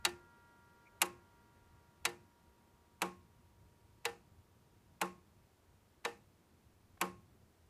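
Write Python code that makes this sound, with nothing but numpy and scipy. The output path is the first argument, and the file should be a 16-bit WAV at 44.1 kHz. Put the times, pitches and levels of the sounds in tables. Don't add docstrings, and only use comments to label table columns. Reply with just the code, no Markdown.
import sys
import numpy as np
from scipy import signal
from scipy.fft import rfft, irfft
from scipy.io import wavfile
from scipy.ndimage import uniform_filter1d

SR = 44100
rng = np.random.default_rng(int(sys.argv[2]) if len(sys.argv) > 2 else 0)


def persist_wave(psi):
    counts = np.round(np.clip(psi, -1, 1) * 32767).astype(np.int16)
    wavfile.write(sys.argv[1], SR, np.atleast_2d(counts).T)


N = 339129
RING_TIME = np.arange(SR * 3 // 4) / SR
RING_HZ = np.fft.rfftfreq(len(RING_TIME), 1 / SR)

# (crack [dB], crack brightness [dB/octave],
# wheel ping [dB], case ring [dB], case brightness [dB/octave], room [dB])
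PALLETS = [(4.4, 1.5, 5.3, -6, 1.9, 2), (6.8, 2.5, 4, -2, -2.5, 4.5)]


def amp(db):
    return 10 ** (np.asarray(db) / 20)


def evened(x):
    return x / np.sqrt(np.mean(x ** 2) + 1e-20)


def curve(hz, points_hz, values):
    return np.interp(np.log(hz + 1), np.log(points_hz), values)


def add(mix, start_s, sound):
    part = mix[max(round(start_s * SR), 0):][:len(sound)]
    part += sound[:len(part)]


def envelope(fade_s, rise_s, hold_s=0):
    rising = 1 - np.exp(-RING_TIME / rise_s)
    return rising * np.exp(-np.log(1000) * np.maximum(RING_TIME - hold_s, 0) / fade_s)


def dense_ring(noise, bands_hz, band_db, fades_s, rise_s, rise_cycles, hold_s=0):
    low_cut = np.sqrt(1 + (bands_hz[0] / (RING_HZ + 1)) ** 4)
    spectrum = rfft(noise) * amp(curve(RING_HZ, bands_hz, band_db)) / low_cut
    out = np.zeros(len(RING_TIME))
    for share, hz, fade_s in zip(np.eye(len(bands_hz)), bands_hz, fades_s):
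        band = irfft(spectrum * curve(RING_HZ, bands_hz, share), len(out))
        out += band * envelope(fade_s, rise_s + rise_cycles / hz, hold_s)
    return out


def ringing_tones(pitches_hz, levels_db, fades_s, rise_cycles):
    phases = rng.random(len(pitches_hz))
    return sum(amp(db) * envelope(fade_s, rise_cycles / hz) * np.sin(2 * np.pi * (hz * RING_TIME + phase))
               for hz, db, fade_s, phase in zip(pitches_hz, levels_db, fades_s, phases))


def microphone(time_s):
    # (time [s], place [0 = open side, 1 = dial], distance [m])
    path = [(1.1, 0, 0.24), (2.05, 0.4, 0.21), (3, 0.9, 0.24), (4.05, 0.99, 0.21), (5, 0.91, 0.24),
            (6.05, 0.99, 0.26), (7, 1, 0.22)]
    times, place, metres = np.transpose(path)
    return np.clip(np.interp(time_s, times, place), 0, 1), np.interp(time_s, times, metres)


def blend_db(side_db, dial_db, place):
    return 20 * np.log10((1 - place) * amp(side_db) + place * amp(dial_db))


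def rumble_and_hiss(level_db=-67.5, patchy_db=2.5, boom_hz=94, boom_width_hz=8, boom_db=7):
    # (pitch [Hz], level [dB])
    hiss = [(25, -24), (55, -13.5), (93, -6), (135, -13.5), (220, -13), (270, -20), (356, -15.5),
            (500, -22.5), (900, -25), (1300, -28), (2000, -32), (4000, -36.5), (9000, -40), (15200, -42)]
    # (time [s], level change [dB])
    rumble = [(0, 2.5), (.7, -1.5), (2.1, .5), (2.7, -2), (3.9, 2.5), (5.7, -3), (6.9, 2), (7.69, .5)]
    size, hop = 2048, 512
    t = np.arange(N // hop + 5) * hop / SR
    hz = np.fft.rfftfreq(size, 1 / SR)
    real, imaginary, patches = rng.standard_normal((3, len(t), len(hz)))
    patches = uniform_filter1d(patches, size=10, axis=0)
    patches = evened(uniform_filter1d(patches, size=6, axis=1))
    colour_db = curve(hz, *np.transpose(hiss)) + boom_db * np.exp(-((hz - boom_hz) / boom_width_hz) ** 2)
    steady = (real + 1j * imaginary) * amp(colour_db)
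    low = curve(hz, [180, 400], [1, 0])
    middle = curve(hz, [180, 400, 2200, 9000], [0, 1, 1, 0])
    rumble_db = np.interp(t, *np.transpose(rumble))
    middle_db = blend_db(side_db=1.5, dial_db=-1, place=microphone(t)[0])
    swell_db = np.outer(rumble_db, low) + np.outer(middle_db, middle)
    spectra = np.array([steady, steady * amp(swell_db + patchy_db * patches * low)])
    _, waves = signal.istft(spectra, nperseg=size, noverlap=size - hop, time_axis=1, freq_axis=2)
    still, moving = waves[:, :N]
    return amp(level_db) * moving / np.std(still)


def gong():
    # (pitch [Hz], starting level [dB], fall [dB/s])
    tones = [(947, -67.5, 3), (1163.6, -76.5, 3), (1396, -64.5, 7.5), (1647.5, -76.5, 6), (1923, -76.5, 6),
             (2420, -91.5, 8.5), (2466, -91, 10)]
    t = np.arange(N) / SR
    return sum(amp(db - fall * t) * np.sin(2 * np.pi * (hz * t + rng.random())) for hz, db, fall in tones)


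def blow(noise):
    onset = envelope(fade_s=.05, rise_s=.0005, hold_s=.003)
    power = uniform_filter1d(abs(rfft(noise * onset)) ** 2, size=200) / np.sum(onset ** 2)
    return irfft(rfft(noise) / np.sqrt(power), len(noise))


def crack(pallet, grain, db_per_octave):
    # (pitch [Hz], tick [dB], tock [dB], fade time [s])
    brass_bands = [(150, -40.5, -45.5, .12), (495.4, -34.5, -33.5, .1), (860, -23, -21, 0.074),
                   (1360, -26.5, -22.5, 0.062), (1850, -24, -26, 0.062), (2490, -18, -17.5, 0.028),
                   (3262, -28, -29.5, 0.049), (4106, -22.5, -28.5, 0.029), (5100, -28.5, -32.5, 0.031),
                   (7920, -27.5, -25, 0.027), (9200, -30.5, -33, 0.029), (11700, -31, -26.5, 0.014),
                   (14300, -40.5, -41.5, 0.03), (15280, -41, -42.5, .035)]
    hz, tick_db, tock_db, fade_s = np.transpose(brass_bands)
    band_db = (tock_db if pallet else tick_db) + db_per_octave * np.log2(np.clip(hz, 700, 9000) / 2500)
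    return dense_ring(blow(grain), hz, band_db, fade_s, rise_s=.0004, rise_cycles=1.3, hold_s=.0033)


def wheel_ping(pallet):
    # (pitch [Hz], fade time [s], tick [dB], tock [dB])
    tones = [(1407.5, 0.039, -30, -34), (1993, 0.057, -35.5, -41), (2346, 0.051, -36.5, -38.5),
             (2610, 0.028, -37.5, -38.5), (2805, 0.048, -32, -30.5), (3330, 0.03, -41.5, -41),
             (3827, 0.06, -35, -47.5), (4090, 0.031, -35, -33), (4550, 0.069, -40, -44),
             (5340, 0.051, -43, -45), (6410, 0.044, -39, -39), (7080, .05, -40, -37),
             (7760, 0.036, -40.5, -42), (7960, 0.021, -42.5, -42), (8660, 0.035, -41, -39.5),
             (10760, 0.034, -46, -32), (11540, 0.029, -46, -33)]
    hz, fade_s, tick_db, tock_db = np.transpose(tones)
    return ringing_tones(hz, tock_db if pallet else tick_db, fade_s, rise_cycles=3.2)


def tooth_landing(pallet, grain, place, metres, near_m=.2):
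    crack_db, db_per_octave, wheel_db = PALLETS[pallet][:3]
    db_per_octave = db_per_octave - 3.5 * place - 40 * (metres - near_m)
    snap = amp(crack_db + blend_db(0, dial_db=-5, place=place)) * crack(pallet, grain, db_per_octave)
    ping = amp(wheel_db + blend_db(0, dial_db=-11, place=place)) * wheel_ping(pallet)
    return (snap + ping) * near_m / metres


def case_boards(pallet, place):
    # (pitch [Hz], fade time [s], tick [dB], tock [dB])
    tones = [(335, .13, -50, -43), (450, .15, -47, -45), (538, .2, -53, -47), (712, .17, -45, -55),
             (782, .17, -52, -44), (810, .22, -38, -43), (870, .08, -33, -31), (931, .2, -54, -47),
             (985, .15, -50, -41), (1080, .33, -58, -41), (1148, .18, -46, -41), (1220, .2, -56, -44),
             (1357, .16, -54, -47), (1541, .16, -53, -46), (1600, .13, -46, -48), (1796, .2, -39, -49),
             (2457, .22, -58, -55), (2625, .2, -54, -55), (2670, .19, -51, -50), (2825, .19, -51, -55),
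             (2946, .2, -53, -62), (3192, .19, -53, -63), (3710, .18, -61, -58), (4820, .17, -56, -66)]
    hz, fade_s, tick_db, tock_db = np.transpose(tones)
    case_db, db_per_octave = PALLETS[pallet][3:5]
    tone_db = (tock_db if pallet else tick_db) + (db_per_octave - 2.1 * place) * np.log2(hz / 1200)
    return amp(case_db + 2 * place) * ringing_tones(hz, tone_db, fade_s, rise_cycles=4)


def case_air(pallet, place):
    # (pitch [Hz], fade time [s], delay [s],
    # tick at the side [dB], tock at the side [dB], tick at the dial [dB], tock at the dial [dB])
    waves = [(184, .32, 0, -55, -45, -53, -37), (353, .34, .011, -40.5, -41, -53, -42),
             (470, .21, .002, -60, -58, -35, -42)]
    out = np.zeros(len(RING_TIME))
    for hz, fade_s, delay_s, *levels_db in waves:
        db = blend_db(levels_db[pallet], levels_db[2 + pallet], place)
        add(out, delay_s, ringing_tones([hz], [db], [fade_s], rise_cycles=3))
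    return out


def room_tail():
    # (pitch [Hz], level [dB], fade time [s])
    room_bands = [(101, -42, 0.98), (302, -35.5, 0.3637), (620, -38.5, .3), (906.4, -35.5, 0.29),
                  (1606, -39.5, 0.27), (2580, -41.5, 0.31), (3170, -48, 0.24), (4460, -50.5, .29),
                  (7000, -53, .3), (11000, -55, 0.24), (15000, -66, .22)]
    hz, db, fade_s = np.transpose(room_bands)
    return dense_ring(rng.standard_normal(len(RING_TIME)), hz, db, fade_s, rise_s=.02, rise_cycles=.81)


def wall_echoes(sound):
    # (delay [s], level [dB])
    echoes = [(0.024, -38), (0.03, -36), (0.034, -33), (0.038, -30), (0.042, -29.5), (0.069, -49)]
    out = np.zeros(len(sound))
    for delay_s, db in echoes:
        add(out, delay_s, amp(db) * sound)
    return out


def clock(drop_s=.0075, scrape_db=-26.5, kept_share=.35):
    # (time [s], force [dB])
    beats = [(0.05, 1.5), (1.0168, 0.5), (2.0518, 1), (3.018, 0), (4.0524, 0.14), (5.014, -0.66),
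             (6.0495, 0), (7.0125, 0.17)]
    out = np.zeros(N)
    own_grain = rng.standard_normal((2, len(RING_TIME)))
    for count, (time_s, force_db) in enumerate(beats):
        pallet = count % 2
        place, metres = microphone(time_s)
        fresh_grain = rng.standard_normal(len(RING_TIME))
        grain = np.sqrt(kept_share) * own_grain[pallet] + np.sqrt(1 - kept_share) * fresh_grain
        brass = tooth_landing(pallet, grain, place, metres)
        case = case_boards(pallet, place) + case_air(pallet, place)
        room_db = PALLETS[pallet][5] + .13 * place
        room = amp(room_db) * room_tail() + wall_echoes(brass)
        scrape = crack(pallet, rng.standard_normal(len(RING_TIME)), db_per_octave=-7.5)
        add(out, time_s - drop_s, amp(force_db + scrape_db) * scrape)
        add(out, time_s, amp(force_db) * (brass + case + room))
    return out


def squeak_and_knock():
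    # (time [s], length [s], pitch [Hz], width [octaves], level [dB])
    bursts = [(0.85, 0.042, 2300, 0.093, -68), (6.971, 0.0107, 497, 1.23, -58.5)]
    out = np.zeros(N)
    for time_s, length_s, centre_hz, octaves, db in bursts:
        colour = np.exp(-.5 * (np.log2((RING_HZ + 1) / centre_hz) / octaves) ** 2)
        noise = rng.standard_normal(len(RING_TIME))
        burst = evened(irfft(rfft(noise) * colour, len(noise)))
        swell = np.sin(np.pi * np.minimum(RING_TIME / length_s, 1))
        add(out, time_s, amp(db) * burst * swell)
    return out


def scene():
    return (clock() + gong() + squeak_and_knock() + rumble_and_hiss())[None]


def record(dry, cutoff_hz=15350):
    low_pass = signal.firwin(255, cutoff_hz, window=("kaiser", 8), fs=SR)
    return signal.oaconvolve(dry, low_pass[None], "same")


dry = scene()
out = record(dry)
persist_wave(out)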